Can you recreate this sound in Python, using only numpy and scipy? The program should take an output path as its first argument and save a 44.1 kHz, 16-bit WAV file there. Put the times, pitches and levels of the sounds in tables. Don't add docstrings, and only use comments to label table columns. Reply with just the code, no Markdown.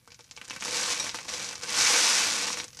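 import sys
import numpy as np
from scipy import signal
from scipy.fft import rfft, irfft
from scipy.io import wavfile

SR = 44100
rng = np.random.default_rng(int(sys.argv[2]) if len(sys.argv) > 2 else 0)


def master(y):
    cut = np.clip(np.atleast_2d(y).T, -1, 1)
    pcm = np.round(cut * 32767)
    wavfile.write(sys.argv[1], SR, pcm.astype(np.int16))


N = 123479


def from_db(db):
    return 10 ** (np.asarray(db) / 20)


def rms_one(x):
    return x / np.sqrt(np.mean(x ** 2) + 1e-20)


def in_time(rows):
    return np.interp(np.arange(N) / SR, *np.transpose(rows))


def coloured(x, spectrum):
    size = 4096
    hz, db = np.transpose(spectrum)
    grid_hz = np.maximum(np.arange(size // 2 + 1) * SR / size, 1)
    log_gain = np.interp(np.log(grid_hz), np.log(hz), db) * np.log(10) / 20
    cepstrum = irfft(log_gain)
    cepstrum[1:size // 2] *= 2
    cepstrum[size // 2 + 1:] = 0
    pulse = irfft(np.exp(rfft(cepstrum)))
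    return signal.fftconvolve(x, pulse / np.sqrt(np.sum(pulse ** 2)))[:N]


def drift(rate_hz):
    r = np.exp(-2 * np.pi * rate_hz / SR)
    noise = rng.standard_normal(N + SR)
    settled = signal.lfilter([1], [1, -2 * r, r * r], noise)[SR:]
    return rms_one(settled)


def ring(clicks, hz, t60_s):
    r = from_db(-60 / (t60_s * SR))
    w = 2 * np.pi * hz / SR
    return signal.lfilter([0, np.sin(w)], [1, -2 * r * np.cos(w), r * r], clicks + 1e-18)


def flake_sound(clicks, hz):
    cycles, crack_share = 3.5, .5
    t60_s = cycles / hz
    one_ring = ring(np.arange(2000) == 0, hz, t60_s)
    rung = ring(clicks, hz, t60_s) / np.sqrt(np.sum(one_ring ** 2))
    return crack_share * clicks + np.sqrt(1 - crack_share ** 2) * rung


def dull(x):
    return signal.lfilter(*signal.butter(1, 2700, fs=SR), x)


def stream():
    # start_s, level_db
    flow = [(0, -72), (.3, -65.5), (.49, -53), (.55, -42.5), (.6, -51), (.63, -37.5), (.68, -37),
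            (.75, -30.5), (.92, -30), (.97, -34), (1.0, -36), (1.08, -36), (1.135, -49), (1.15, -35.5),
            (1.2, -45.5), (1.278, -55), (1.284, -37.5), (1.44, -37), (1.53, -43.5), (1.548, -43),
            (1.575, -50.5), (1.615, -49.5), (1.632, -44), (1.674, -43), (1.688, -32.5), (1.735, -31.5),
            (1.8, -23), (2.1, -22.5), (2.2, -25.5), (2.38, -30.5), (2.47, -34), (2.56, -38), (2.62, -42.5),
            (2.65, -51), (2.69, -59), (2.78, -66), (2.8, -44)]
    full_flow_db = -22
    flow_db = in_time(flow)
    below_full_db = flow_db - full_flow_db

    flakes_per_s, density_follows = 8000, .7
    chance = flakes_per_s * from_db(density_follows * below_full_db) / SR

    clump_db, clump_most_db, clump_evens, clump_rate_hz = .68, 3, .57, 38
    clump_swing_db = np.minimum(clump_db * from_db(-clump_evens * below_full_db), clump_most_db)
    level_db = flow_db + clump_swing_db * drift(clump_rate_hz)

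    size_db = 1 * np.minimum(rng.exponential(1, N), 3)
    sizes = rms_one(from_db(size_db) * rng.choice([-1, 1], N))
    clicks = (rng.random(N) < chance) * sizes / np.sqrt(chance) * from_db(level_db)

    pitches_hz = np.geomspace(677, 9740, num=16)
    dealt = rng.integers(0, 16, N)
    bed = sum(flake_sound(clicks * (dealt == k), hz) for k, hz in enumerate(pitches_hz))

    slide_db, slide_follows = -1, .84
    slide_gain = from_db(full_flow_db + slide_db + slide_follows * below_full_db)
    bed = bed + slide_gain * dull(rng.standard_normal(N))

    bass_hz, bass_loss_db, bass_follows = 1050, 12, 1
    bass = signal.lfilter(*signal.butter(1, bass_hz, fs=SR), bed)
    loss_db = bass_loss_db * from_db(bass_follows * below_full_db)
    bed = bed - bass * (1 - from_db(-loss_db))

    wall_share = .01
    return bed, clicks * (rng.random(N) < wall_share)


def landings():
    # start_s, level_db (before jar and colour), pitch_hz
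    flakes = [(0.0756, -26.5, 1300), (0.1039, -38, 5000), (0.1187, -30, 4400), (0.1443, -35, 6150),
              (0.1913, -26, 1210), (0.1947, -47, 5740), (0.2068, -35.5, 6100), (0.242, -40, 6200),
              (0.3111, -22.5, 6100), (0.3643, -27.5, 6070), (0.3747, -20.5, 2950), (0.414, -16.5, 2700),
              (0.4985, -20.5, 6000), (0.5074, -10, 2770), (0.5305, -19, 2300), (0.476, -36, 2700),
              (0.5623, -15, 2180), (0.6081, -20.5, 6300), (0.6231, -6.5, 2380), (0.656, -7, 1120),
              (0.681, -8, 1590), (1.0659, -10, 1900), (1.0929, -11, 4030), (1.0972, -22, 3900),
              (1.1448, -7.5, 1590), (1.1872, -13.5, 2260), (1.2131, -18.5, 1110), (1.2518, -18.5, 1020),
              (1.3385, -10.5, 4960), (1.4441, -17.5, 6000), (1.4889, -17.5, 5760), (1.5297, -16, 1650),
              (1.5548, -19, 6000), (1.6209, -24, 6040), (1.6332, -23, 5130), (2.43, -17, 6500),
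              (2.4436, -12, 3940), (2.502, -8.5, 1120), (2.5291, -11.5, 6560), (2.5432, -19, 4970),
              (2.5722, -10.5, 2530), (2.6, -9, 3520), (2.642, -21, 7950), (2.6806, -29.5, 6900),
              (2.7302, -35, 6000), (2.7472, -34, 5900), (2.7705, -24.5, 6600), (2.7904, -22, 5760)]
    touch_lead_s, touch_db = .001, -9
    bounce_s, bounce_loss_db = .006, 8
    rattle_db, stir_db, rattle_t60_s = -21, -19, .06
    crisp_from_db, crispness = -30, .4

    size = 4000
    fade = from_db(-60 * np.arange(size) / SR / rattle_t60_s)
    out = np.zeros(N + SR)
    for start_s, level_db, pitch_hz in flakes:
        clicks = np.zeros(size)
        clicks[0] = from_db(touch_db)
        luck = rng.uniform(.7, 1.3, 3)
        slap_s = touch_lead_s + np.cumsum(luck * [0, 1, 1]) * bounce_s
        clicks[(slap_s * SR).astype(int)] += from_db(-bounce_loss_db * np.arange(3))

        stir_gain = from_db(-crispness * (level_db - crisp_from_db))
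        rattle = rng.standard_normal(size) * stir_gain * fade
        hit = flake_sound(clicks + from_db(rattle_db) * rattle, pitch_hz)
        rubbing = from_db(stir_db) * dull(rattle)
        i = int(start_s * SR)
        out[i:i + size] += from_db(level_db) * (hit + rubbing)
    return out[:N]


def flake_colour(x):
    # (relative, per Hz)
    spectrum = [(90, -62), (170, -11.5), (253, -10.5), (419, -14), (725, -13.5), (1200, -9.5), (2500, -5.5),
                (3300, -5), (5970, 3), (8500, -3.5), (11500, -10.5), (13000, -22), (15400, -49)]
    return coloured(x, spectrum)


def jar(x):
    # pitch_hz, width_hz, boost_db (before the wandering)
    resonances = [(285, 14, 6.5), (495.4, 29.3, 12.5), (880, 53, 5), (1110, 52, 5), (1515, 32, 6.5),
                  (2300, 78, 6), (2624, 25, 6), (5310, 240, -1)]
    flicker_db, flicker_rate_hz = 3.5, 13
    wander = .015
    step = 512
    for hz, width_hz, boost_db in resonances:
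        r = np.exp(-np.pi * width_hz / SR)
        moving_hz = hz * (1 + wander * drift(flicker_rate_hz))
        rung, state = np.zeros(N), np.zeros(2)
        zeros = (1 - r * r) / 2 * np.array([1, 0, -1])
        for i in range(0, N, step):
            poles = [1, -2 * r * np.cos(2 * np.pi * moving_hz[i] / SR), r * r]
            rung[i:i + step], state = signal.lfilter(zeros, poles, x[i:i + step], zi=state)
        flicker = from_db(flicker_db * drift(flicker_rate_hz))
        x = x + (from_db(boost_db) - 1) * flicker * rung
    return x


def glass(strikes):
    # pitch_hz, level_db (relative), t60_s
    modes = [(2374, -12, .14), (3824, -2.5, .15), (4267, -13, .15), (5677, 0, .16), (8000, -8, .08),
             (10470, -17, .08)]
    # start_s, level_db (before the modes)
    wall_hits = [(.998, -25.5), (1.113, -43), (1.287, -39.5), (2.588, -35)]
    strikes = from_db(-24) * strikes
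    for start_s, level_db in wall_hits:
        strikes[int(start_s * SR)] += from_db(level_db)
    out = np.zeros(N)
    for hz, level_db, t60_s in modes:
        strength_db = level_db + rng.normal(0, 1.5, N)
        out += ring(strikes * from_db(strength_db), hz, t60_s)
    return out


def workshop(x):
    tail_db, t60_s, delay_s = -14, .13, .004
    t = np.arange(SR // 2) / SR
    tail = rng.standard_normal(len(t)) * from_db(-60 * t / t60_s) * (t > delay_s)
    tail = tail / np.sqrt(np.sum(tail ** 2))
    return x + from_db(tail_db) * signal.fftconvolve(x, tail)[:N]


def workshop_air():
    # (relative, per Hz)
    spectrum = [(15, -22), (25, -7), (64, -20), (104, -3.5), (1570, -36), (8080, -23), (10300, -19),
                (13500, -25), (15400, -28)]
    start_db, rise_db_per_s = -70, 3
    level_db = start_db + rise_db_per_s * np.arange(N) / SR
    return from_db(level_db) * coloured(rng.standard_normal(N), spectrum)


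def low_rumble():
    # start_s, level_db
    levels = [(0, -66.5), (.45, -66), (.55, -58.5), (1.7, -61.5), (1.8, -54.5), (1.92, -57), (1.95, -100),
              (2.2, -79), (2.23, -57.5), (2.8, -62)]
    band = signal.butter(2, [64.6, 155], "band", fs=SR, output="sos")
    noise = rms_one(signal.sosfilt(band, rng.standard_normal(N)))
    return from_db(in_time(levels)) * noise


def scene():
    bed, strikes = stream()
    in_jar = jar(flake_colour(bed + landings()))
    flakes = in_jar + glass(strikes)
    return (workshop(flakes) + workshop_air() + low_rumble())[None]


def record(dry):
    top, cutoff_hz = .6, 15600
    rounded = top * np.tanh(dry / top)
    treble_cut = signal.cheby2(20, 70, cutoff_hz, fs=SR, output="sos")
    return signal.sosfilt(treble_cut, rounded)


dry = scene()
out = record(dry)
master(out)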